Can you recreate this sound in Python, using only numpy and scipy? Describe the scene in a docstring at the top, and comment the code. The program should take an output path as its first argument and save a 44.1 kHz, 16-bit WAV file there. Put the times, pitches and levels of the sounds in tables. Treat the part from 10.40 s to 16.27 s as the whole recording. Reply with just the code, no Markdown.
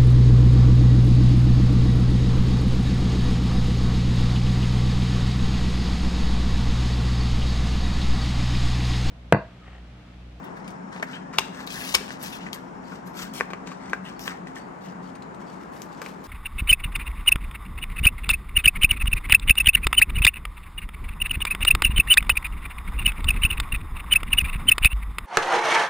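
"""Hands open a clear plastic binder pocket on a desk, draw out a card and polymer banknotes, part them,
slide the card back and fetch another note. Films hiss as dense tiny slips, snap at their edges and pop as
they buckle, each flick ringing damped modes. Faint chirps from further off join in before the middle.
Behind it all lie room air, a low fan-like hum and a thin whine; two close microphone ports hear it."""
import sys
import numpy as np
from scipy import signal
from scipy.fft import rfft, irfft, next_fast_len
from scipy.io import wavfile
from scipy.ndimage import map_coordinates

SR = 44100
rng = np.random.default_rng(int(sys.argv[2]) if len(sys.argv) > 2 else 0)


def master(y):
    """Save y as 16-bit WAV."""
    cut = np.clip(np.atleast_2d(y).T, -1, 1)
    pcm = np.round(cut * 32767)  # scale
    wavfile.write(sys.argv[1], SR, pcm.astype(np.int16))


N = 258867
TIME = np.arange(N) / SR

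# Long pull of card and notes out of the pocket, before the grip gain.
# Each row: time in seconds, friction hiss in dB, rasp in dB, edge sizzle in dB.
PULL = [(1.27, -58, -52.5, -85), (1.315, -37, -52.5, -41), (1.35, -43, -44.5, -47),
        (1.42, -43.5, -44.5, -42.5), (1.53, -36, -49.5, -42.5), (1.59, -48, -47.5, -56),
        (1.66, -51, -51.5, -59), (1.72, -48.5, -48, -69), (1.79, -62, -66, -78)]
# Short strokes of film on film, before the grip gain. Each row: start in seconds, attack in seconds,
# hold in seconds, friction hiss in dB, rasp against the hiss in dB, edge sizzle against the hiss in dB.
STROKES = [(0.016, 0.022, 0.02, -62.5, 11, -9), (0.155, 0.015, 0.0063, -57.5, 9, -9),
           (0.238, 0.0091, 0.052, -59.5, 4, -21), (0.414, 0.012, 0.009, -75, 0, -12),
           (0.51, 0.025, 0.043, -52.5, 4.5, -16), (0.617, 0.12, 0.01, -50.5, 7, -15),
           (0.924, 0.012, 0.12, -48.5, 0, -16), (1.096, 0.091, 0.046, -50, 4, -10),
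           (1.777, 0.077, 0.023, -41, -6.5, -3.5), (1.91, 0.02, 0.02, -45.5, -5, -4.5),
           (1.997, 0.019, 0.063, -54, -7, -19), (2.125, 0.0067, 0.0084, -48.5, 8, 1),
           (2.395, 0.12, 0.038, -55, -6, -12), (2.646, 0.024, 0.011, -59.5, 6, 3),
           (2.721, 0.084, 0.028, -41.5, -1.5, -3), (2.929, 0.012, 0.051, -43.5, -25, -4.5),
           (3.254, 0.02, 0.046, -51, -1, -31), (3.35, 0.095, 0.093, -57, 5, -27),
           (3.62, 0.047, 0.022, -52.5, 4, -8), (3.789, 0.0072, 0.08, -55.5, -4, 9.5),
           (3.847, 0.018, 0.018, -44.5, 1, -8), (3.88, 0.008, 0.03, -51.5, 9, -16),
           (4.064, 0.011, 0.0069, -56, -5, -10), (4.138, 0.025, 0.017, -50.5, -13, -12),
           (4.395, 0.042, 0.041, -55, -13.5, -12), (4.616, .012, 0.063, -61, -10, -8.5),
           (4.991, 0.014, 0.016, -60.5, 5, -8), (5.056, 0.015, 0.08, -58.5, -7, -11),
           (5.19, 0.025, 0.015, -60, 4, -9), (5.304, 0.032, 0.12, -62.5, 0, 2),
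           (5.44, 0.11, 0.14, -59.5, -18, -13), (5.598, 0.032, 0.069, -57, -10, -0.5),
           (5.835, 0.0091, 0.014, -58.5, -11, 3.5)]
STROKE_RELEASE_DB_PER_S, SIZZLE_RELEASE_DB_PER_S = 282, 400   # the fine sizzle stops first
# The held sheets are never quite still, least of all once the notes are out; before the grip gain.
# Each row: time in seconds, friction hiss in dB, rasp in dB, edge sizzle in dB.
RESTING = [(0, -94, -58, -99), (2.3, -94, -63, -84), (4.9, -81, -63.5, -79), (5.87, -65, -61, -72)]
# Colours of the rubbing, as relative spectra. Each row: frequency in Hz, density in dB per Hz.
RASP = [(400, -8), (900, 0.5), (1250, 12), (1650, 16), (2200, 7.5), (3300, -33)]
HISS = [(1800, -9), (2700, 0.5), (3800, -2.5), (4600, -2.5), (5600, -2.5), (7000, -7), (8500, -8),
        (11000, -50)]
SIZZLE = [(6500, 5.5), (9000, -1), (12000, 4), (16000, -3)]
# The card edge singing against the pocket, before the grip gain. 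Each row: time in seconds, level in dB.
SQUEAK = [(3.78, -71), (3.81, -44), (3.85, -44), (3.872, -60), (3.9, -88)]
SQUEAK_HZ, SQUEAK_WIDTH_HZ = 5520, 580
# A card edge scraping. Each row: start in seconds, hold in seconds, level in dB, resonance in Hz.
SCRAPES = [(0.027, 0.036, -53.5, 2940), (0.728, 0.018, -39, 2800), (1.4, 0.065, -40, 2500),
           (1.918, 0.018, -40.5, 3020), (2.002, 0.0079, -43, 2700), (3.648, 0.036, -45, 2900),
           (5.64, 0.012, -52, 3070)]
SCRAPE_ATTACK_S, SCRAPE_RELEASE_DB_PER_S, SCRAPE_WIDTH_HZ = 0.0057, 400, 840

# Edges snapping free. Each row: time in seconds, level in dB, own ring in Hz, its t60 in seconds,
# brightness in dB per octave, crackle against the main release in dB.
SNAPS = [(0.0413, -60, 5070, .006, 19, 5), (0.2783, -32.5, 4770, 0.0081, -3.5, 3.5),
         (0.3055, -41, 6000, .004, 4, -1), (0.5625, -38, 4900, .005, -9, 2),
         (0.5985, -39, 4000, .005, -11, -8), (0.6258, -29, 5600, 0.0028, -1.5, 8),
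         (0.9832, -24, 6000, 0.0044, -5.5, 9), (0.9853, -4, 2810, 0.0072, -3.5, -31),
         (0.9859, -9, 3700, 0.003, -1.5, -17), (0.9868, -20.5, 5600, 0.0078, 1, -5),
         (0.9915, -37, 3300, .004, -1, 1), (0.9937, -20, 6500, 0.008, -0.5, -8),
         (1.2045, -33.5, 4150, .005, -6, 3), (1.2674, -38.5, 3900, .005, 5, 6),
         (1.274, -26, 3830, .012, -3.5, 1.5), (1.5412, -25, 5360, 0.0045, -3, 19.5),
         (1.5465, -9, 3170, 0.0076, 0.5, -9), (1.5494, -6, 2255, 0.0073, -2.5, 2.5),
         (1.5508, -2.5, 5400, 0.0052, 1, -23), (1.6805, -33, 3000, .005, -6, -2),
         (1.7065, -32.5, 3200, 0.0054, -3, -8), (1.722, -41, 6300, 0.0074, 6, 7),
         (1.8267, -27.5, 8100, 0.0083, 16, 5.5), (2.1309, -21.5, 3300, 0.0074, 1, -3),
         (2.1445, -33, 4420, .006, 9, -4), (2.9365, -37, 7000, .004, 13, 7),
         (3.1038, -32, 2540, .006, -8.5, 9.5), (3.1343, -30.5, 3140, 0.008, -5.5, -12),
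         (3.2735, -36.5, 6750, 0.024, -5.5, 3), (3.3175, -40.5, 6160, 0.0046, -4.5, 4),
         (3.4255, -57, 7000, .004, 2.5, -2), (3.4974, -39, 5900, 0.0055, -2, 4),
         (3.533, -33.5, 3840, 0.0035, -3.5, 3.5), (3.7938, -30, 5600, 0.011, -1.5, -11),
         (3.8786, -23.5, 3260, 0.014, -6, -12), (4.0725, -41.5, 4760, .005, -5, 5.5),
         (4.1808, -47, 5200, .005, 3, -3), (4.7521, -45.5, 4500, 0.0045, -4, 12.5),
         (4.8229, -41.5, 4000, .008, -4.5, 8), (4.946, -45, 5600, .004, -3, 3),
         (5.419, -27.5, 6350, 0.0022, 3, -1), (5.6177, -28, 4630, 0.0044, 2.5, -5),
         (5.6625, -37, 3980, .005, 0, 5)]
# Sheets buckling with a dull pop. Each row: time in seconds, level in dB, own ring in Hz,
# its t60 in seconds, brightness in dB per octave, crackle against the main release in dB.
POPS = [(0.6262, -23.5, 1470, 0.012, 7, 3), (0.6294, -20.5, 1790, 0.011, 9, -19),
        (0.9355, -31.5, 1400, 0.012, 4, 9), (0.9475, -33.5, 1620, .009, 0.5, -2),
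        (1.5497, -17.5, 1760, 0.0035, 7, -5), (1.6803, -35, 1550, 0.009, 2, -10),
        (1.706, -26.5, 1630, 0.0073, 6.5, -18), (2.0405, -35, 940, 0.02, 0, -15),
        (2.0647, -37, 1790, 0.013, 10, 16), (2.0872, -32, 1700, 0.0042, 4.5, -11),
        (2.5207, -33, 1420, 0.019, -2, 8), (3.001, -25.5, 2330, 0.0045, -5, 3),
        (3.009, -12, 1640, .0045, -1, -7), (3.1045, -36.5, 1670, 0.0088, 3, 1),
        (3.1341, -22, 1530, 0.003, 1, 3.5), (3.2745, -34, 1700, 0.0041, 6, 5),
        (3.3172, -31, 1180, 0.0059, -4, 5), (3.5329, -16, 1550, 0.0089, 1.5, -3),
        (3.5355, -26, 1560, 0.0061, 3, -5), (3.8776, -23, 1680, 0.011, 7, -17),
        (3.9025, -36, 1730, .008, 7, -1), (3.9115, -36, 1750, 0.0056, -6, 1),
        (4.0706, -37.5, 1920, 0.021, 6, 2), (4.1639, -36.5, 1810, 0.017, 7, 11),
        (5.6175, -28.5, 1400, 0.0055, -4, 10.5), (5.6618, -27.5, 2480, 0.005, -2.5, -3),
        (5.6705, -44, 2300, 0.0073, -5, -3)]
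# Modes of a snapping film, before brightness and bend. Each row: frequency in Hz, level in dB, t60 in seconds.
FILM = [(384, -33, 0.078), (954, -8, 0.01), (1590, -10.5, 0.0053), (2310, 2.5, 0.0034), (3540, 12, 0.00089),
        (4990, 9.5, 0.0012), (6500, -1.5, 0.0033), (8370, -4, 0.004), (12500, -9, 0.0048),
        (15000, -11.5, 0.0014)]
# Modes of a buckling sheet, before brightness. Each row: frequency in Hz, level in dB, t60 in seconds.
SHEET = [(440, -9, 0.007), (740, -24.5, 0.014), (1140, -8.5, 0.011), (1400, -3.5, 0.0077),
         (2190, 1.5, 0.0011), (2760, -3.5, 0.003)]
# What the contact passes on; a free edge is hard, a buckle is soft. Each row: frequency in Hz, gain in dB.
HARD_CONTACT = [(100, -5), (5000, 3), (10000, 0.5), (16000, -3.5)]
SOFT_CONTACT = [(100, -22.5), (250, -3), (480, 4.5), (1600, 4.5), (2400, 5), (3600, -0.5), (7000, 9.5),
                (11000, -15), (16000, -0.5)]
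# own ring at a flick level of 0 dB (dB), and its further change with flick level (dB per dB)
SNAP_RING_DB, POP_RING_DB, RING_GROWTH = 4, 11, 0.24
# a film is bent differently at every flick, which detunes its short waves
BEND_OCTAVES, BEND_FROM_HZ = .12, 6000
CRACKLE_T60_S = 0.08

# The pocket bumps against the binder.
# Each row: time in seconds, frequency in Hz, level in dB, t60 in seconds.
THUDS = [(0.629, 640, -24, .03), (0.9873, 930, -11, 0.019), (1.547, 71, -39, 0.15),
         (1.549, 217, -39.5, 0.095), (1.553, 514, -27, 0.051), (1.607, 404, -29.5, 0.069)]
# Where the hands work. Each row: time in seconds, lag of the right port in milliseconds.
PLACE = [(.63, 0.2), (.98, 0.06), (1.3, .19), (2.8, 0.15), (3.0, 0.098), (3.55, 0.083), (3.8, 0.15),
         (4.8, 0.024), (5.6, 0.022)]

# Faint high chirps from further off. Each row: start in seconds, level in dB, starting pitch in Hz.
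CHIRPS = [(2.43, -57, 4700), (2.866, -58, 4700), (3.306, -60, 4700), (3.744, -59, 4700),
          (4.186, -57.5, 4700), (4.623, -60, 4750), (5.056, -56, 5400), (5.505, -61, 5000)]
CHIRP_HZ, CHIRP_GLIDE_S, CHIRP_BLUR_HZ = 4570, 0.012, 130   # pitch reached, glide time constant, pitch waver
CHIRP_ATTACK_S, CHIRP_HOLD_S, CHIRP_RELEASE_DB_PER_S = 0.02, 0.016, 418
CHIRP_FLUTTER_DB, CHIRP_FLUTTER_HZ = 3, 70

# Echoes off the desk and the things on it.
# Each row: left delay in milliseconds, right delay in milliseconds, level in dB.
ECHOES = [(1.82, 2.1, -14.5), (8.4, 1.3, -25)]
ROOM_T60_S, ROOM_TREBLE_T60_S, ROOM_TREBLE_HZ = 0.45, 0.44, 9000   # the walls soak up the top a touch sooner
WALL_EDGE_HZ = 7000   # the tail softens above this
ROOM_DB, CHIRP_ROOM_DB = -13, -4
CLICK_ROOM_DB = -13.5   # a flicked sheet sends its click all round the room

# Room air, as a relative spectrum. Each row: frequency in Hz, density in dB per Hz.
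AIR = [(25, -21), (45, -16.5), (105, -17.5), (190, -8.5), (330, -7), (560, -12), (920, -7.5), (1500, -16),
       (2300, -27), (3400, -37.5), (5800, -42), (8500, -44.5), (11000, -65), (16000, -67.5)]
AIR_DB, AIR_WAVER_DB, AIR_WAVER_HZ = -38.5, .5, 5
# Left-right likeness of the room air. Each row: frequency in Hz, likeness from -1 to 1.
LIKENESS = [(60, 0.92), (160, 0.28), (290, 0.065), (640, -0.25), (1400, -0.4), (3100, 0.25), (15000, -0.16)]
# Fan-like hum, before its swell. Each row: frequency in Hz, width in Hz, level in dB.
HUM = [(171.4, 39, -55), (184.5, 12, -53.5), (186, 9, -59.5), (213.2, 5.3, -57.5), (261.6, 13.5, -55)]
# The hum dips and swells once. Each row: time in seconds, gain in dB.
HUM_SWELL = [(4.2, 7.5), (4.32, 1), (4.5, 12), (4.68, 5.5), (4.9, 5)]
WHINE_HZ, WHINE_WIDTH_HZ, WHINE_DB = 6960, 280, -72.5

# Level at the right port against the left. Each row: frequency in Hz, gain in dB.
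RIGHT_PORT = [(80, -2.5), (200, -3.5), (550, -2), (950, -4.5), (1500, -5.5), (2100, -3), (3500, -8),
              (6000, -12.5), (7500, -9.5), (9200, 2), (15000, -0.5)]
CUTOFF_HZ = 16250


def from_db(db):
    """Decibels to gain."""
    return 10 ** (np.asarray(db) / 20)


def rms_one(x):
    """Scale to unit rms."""
    return x / np.sqrt(np.mean(x ** 2) + 1e-20)


def in_time(rows):
    """The columns of a curve at every sample."""
    s, *columns = np.transpose(rows)
    return [np.interp(TIME, s, column) for column in columns]


def at_hz(points, hz):
    """Read a spectrum on a log-frequency axis."""
    f, value = np.transpose(points)
    return np.interp(np.log(hz), np.log(f), value)


def filtered(x, response):
    """Apply a gain given as a function of frequency."""
    size = next_fast_len(x.shape[-1] + 2048, True)
    hz = np.maximum(np.arange(size // 2 + 1) * SR / size, 1)
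    return irfft(rfft(x, size) * response(hz), size)[..., :x.shape[-1]]


def coloured(x, spectrum):
    """Give a signal a spectrum; rms 1."""
    return rms_one(filtered(x, lambda hz: from_db(at_hz(spectrum, hz))))


def narrow_noise(centre_hz, width_hz):
    """Noise in one resonance; rms 1."""
    noise = rng.standard_normal(N)
    return rms_one(filtered(noise, lambda hz: 1 / (1 + ((hz - centre_hz) / width_hz * 1.3) ** 2)))


def drift(rate_hz):
    """Slow chance with spread 1."""
    return rms_one(filtered(rng.standard_normal(N), lambda hz: 1 / (1 + (hz / rate_hz) ** 2)))


def at_ports(x, lag_ms):
    """Sound from the left reaches the right port a little later."""
    late = map_coordinates(x, [np.arange(len(x)) - lag_ms * SR / 1000], order=3)
    return np.array([x, late])


def stroke(start, attack, hold, release_db_per_s):
    """A movement gathers speed, holds it and dies away."""
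    age = TIME - start
    rise = np.sin(np.pi / 2 * np.clip(age / attack, 0, 1)) ** 2
    return rise * from_db(-release_db_per_s * np.clip(age - attack - hold, 0, .5))


def rubbing():
    """The sheets slide under an unsteady grip, which shakes rasp, hiss, sizzle and squeak together."""
    hiss_gain, rasp_gain, sizzle_gain = sliding()
    grip = from_db(1.8 * drift(45) + 3.0)
    rasp = rasp_gain * friction(RASP, slips_per_s=2000, spread_db=3.5, crinkle_db=-6.0)
    hiss = hiss_gain * friction(HISS, slips_per_s=7000, spread_db=3.0, crinkle_db=-5)
    sizzle = sizzle_gain * friction(SIZZLE, slips_per_s=12000, spread_db=2.5, crinkle_db=-7)
    squeak = from_db(in_time(SQUEAK)[0]) * narrow_noise(SQUEAK_HZ, SQUEAK_WIDTH_HZ)
    handling = grip * (rasp + hiss + sizzle + squeak) + scrapes()
    return np.array([flexing(port) for port in at_ports(handling, in_time(PLACE)[0])])


def sliding():
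    """Strength of hiss, rasp and sizzle: the resting grip, the long pull and the strokes add in power."""
    pulling = (TIME > PULL[0][0]) & (TIME < PULL[-1][0])
    power = from_db(in_time(RESTING)) ** 2 + pulling * from_db(in_time(PULL)) ** 2
    for start, attack, hold, hiss_db, rasp_db, sizzle_db in STROKES:
        slide = from_db(hiss_db) * stroke(start, attack, hold, STROKE_RELEASE_DB_PER_S)
        fine_slide = from_db(hiss_db + sizzle_db) * stroke(start, attack, hold, SIZZLE_RELEASE_DB_PER_S)
        power[0] += slide ** 2
        power[1] += (from_db(rasp_db) * slide) ** 2
        power[2] += fine_slide ** 2
    return np.sqrt(power)


def friction(spectrum, slips_per_s, spread_db, crinkle_db):
    """Dense tiny slips of uneven size, and now and then a crease that ticks."""
    sizes = from_db(spread_db * np.minimum(rng.exponential(1, N), 4)) * rng.choice([-1, 1], N)
    slips = rms_one(sizes * (rng.random(N) < slips_per_s / SR))
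    creases = rms_one(rng.uniform(-1, 1, N) * (rng.random(N) < 130 / SR))   # about 130 a second
    return coloured(slips + from_db(crinkle_db) * creases, spectrum)


def scrapes():
    """A dragged edge catches and slips: a burst of noise in one resonance of the card."""
    out = np.zeros(N)
    for start, hold, db, hz in SCRAPES:
        drag = from_db(db) * stroke(start, SCRAPE_ATTACK_S, hold, SCRAPE_RELEASE_DB_PER_S)
        out += drag * narrow_noise(hz, SCRAPE_WIDTH_HZ)
    return out


def flexing(x):
    """The gap between the bending sheets keeps changing, so its echo sweeps the colour of the rustle."""
    gap_ms = 1.1 * from_db(1.2 * drift(6))
    echo = at_ports(x, gap_ms)[1]
    return x + from_db(-8) * echo


def flicks(events, modes, contact, full_ring_db):
    """Each flick rings the sheet's modes and one of its own, then small creases give way in a dying crackle."""
    out, t = np.zeros((2, N + SR)), np.arange(SR // 12) / SR
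    for s, level_db, ring_hz, ring_t60, bright_db, crackle_db in events:
        ring_db = full_ring_db + RING_GROWTH * level_db
        ring = from_db(ring_db - 60 * t / ring_t60) * np.sin(2 * np.pi * ring_hz * t)
        for k, (hz, db, t60) in enumerate(modes):
            hz = hz * 2 ** (BEND_OCTAVES * rng.uniform(-1, 1) * (hz > BEND_FROM_HZ))
            mode_db = db + bright_db * np.log2(hz / ring_hz)
            # neighbouring modes swing in opposite senses
            ring += (-1) ** k * from_db(mode_db - 60 * t / t60) * np.sin(2 * np.pi * hz * t)
        creases = rng.standard_normal(len(t)) * (rng.random(len(t)) < .15)
        force = creases * from_db(-60 * t / CRACKLE_T60_S)
        force = signal.lfilter([1, -.5], [1], force)   # tiny creases are brighter than the main release
        force *= from_db(crackle_db) / np.linalg.norm(force)
        force[0] = 1   # the main release
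        click = signal.fftconvolve(force, ring)[:len(t)]
        start, lag_ms = round(s * SR), np.interp(s, *np.transpose(PLACE))
        out[:, start:start + len(t)] += from_db(level_db) * at_ports(click, lag_ms)
    return filtered(out[:, :N], lambda hz: from_db(at_hz(contact, hz)))


def thuds():
    """Soft bumps, each a damped sine."""
    out = np.zeros(N)
    for s, hz, db, t60 in THUDS:
        age = np.clip(TIME - s, 0, 1)
        out += from_db(db - 60 * age / t60) * np.sin(2 * np.pi * hz * age)
    return at_ports(out, lag_ms=.1)


def chirps():
    """Short, thin, fluttering whistles that slide down onto one wavering pitch."""
    out, waver_hz = np.zeros(N), CHIRP_BLUR_HZ * drift(122)
    for s, db, start_hz in CHIRPS:
        glide = np.exp(-np.clip(TIME - s, 0, 1) / CHIRP_GLIDE_S)
        hz = CHIRP_HZ + waver_hz + (start_hz - CHIRP_HZ) * glide
        swell = stroke(s, CHIRP_ATTACK_S, CHIRP_HOLD_S, CHIRP_RELEASE_DB_PER_S)
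        out += from_db(db) * swell * np.sin(2 * np.pi * np.cumsum(hz) / SR)
    flutter = from_db(CHIRP_FLUTTER_DB * drift(CHIRP_FLUTTER_HZ))
    return at_ports(out * flutter, lag_ms=0.011)


def desk(x):
    """The desk mirrors each click and the binders on it scatter it within milliseconds."""
    out = x + diffuse(x, delay_s=.0012, t60=.025, level_db=-9, edge_hz=12000, treble_t60=.025)
    for left_ms, right_ms, db in ECHOES:
        delay_s = np.array([[left_ms], [right_ms]]) / 1000
        # a delay is a phase turn; each echo also loses its top
        out += filtered(x, lambda hz: from_db(db) * np.exp(-2j * np.pi * hz * delay_s) / np.hypot(1, hz / 6000))
    return out


def walls(x, level_db):
    """The short soft tail that the walls give back."""
    return diffuse(x, delay_s=0.003, t60=ROOM_T60_S, level_db=level_db, edge_hz=WALL_EDGE_HZ,
                   treble_t60=ROOM_TREBLE_T60_S)


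def diffuse(x, delay_s, t60, level_db, edge_hz, treble_t60):
    """Many dying reflections, different at each port; the treble has its own decay."""
    t = np.arange(SR // 2) / SR
    noise = rng.standard_normal((2, len(t)))
    low = filtered(noise, lambda hz: 1 / (1 + (hz / ROOM_TREBLE_HZ) ** 4))
    decay, treble_decay = from_db(-60 * t / t60), from_db(-60 * t / treble_t60)
    arrived = t > delay_s
    tail = (low * decay + (noise - low) * treble_decay) * arrived
    tail *= from_db(level_db) / np.linalg.norm(noise * decay * arrived, axis=1, keepdims=True)
    tail = filtered(tail, lambda hz: 1 / np.hypot(1, hz / edge_hz))
    return signal.fftconvolve(x, tail, axes=1)[:, :N]


def room_tone():
    """Diffuse air noise, most alike at both ports in the bass, a hum that swells and a faint high whine."""
    mid, side = rng.standard_normal((2, N))
    mid = filtered(mid, lambda hz: np.sqrt(1 + np.clip(at_hz(LIKENESS, hz), -1, 1)))
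    side = filtered(side, lambda hz: np.sqrt(1 - np.clip(at_hz(LIKENESS, hz), -1, 1)))
    air_gain = from_db(AIR_DB + AIR_WAVER_DB * drift(AIR_WAVER_HZ))
    air = air_gain * coloured(np.array([mid + side, mid - side]), AIR)
    hum = sum(from_db(db) * narrow_noise(hz, width) for hz, width, db in HUM)
    hum *= from_db(in_time(HUM_SWELL)[0])
    whine = from_db(WHINE_DB) * narrow_noise(WHINE_HZ, WHINE_WIDTH_HZ)
    return air + hum + whine


def scene():
    """The handling in the room, over the room's own sound."""
    snaps = flicks(SNAPS, FILM, HARD_CONTACT, SNAP_RING_DB)
    pops = flicks(POPS, SHEET, SOFT_CONTACT, POP_RING_DB)
    clicks = snaps + pops
    near, far = thuds() + rubbing(), chirps()
    tails = walls(clicks, CLICK_ROOM_DB) + walls(near, ROOM_DB) + walls(far, CHIRP_ROOM_DB)
    return desk(clicks) + near + far + tails + room_tone()


def record(dry):
    """The right port gets its own colour, rumble is cut, peaks beyond 0.8 clip, the top is cut."""
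    right = filtered(dry[1], lambda hz: from_db(at_hz(RIGHT_PORT, hz)))
    rumble_cut = signal.butter(9, 37, "high", fs=SR, output="sos")
    top_cut = signal.ellip(16, .1, 100, CUTOFF_HZ, fs=SR, output="sos")
    ports = signal.sosfilt(rumble_cut, [dry[0], right])
    return signal.sosfilt(top_cut, np.clip(ports, -.8, .8))


dry = scene()
out = record(dry)
master(out)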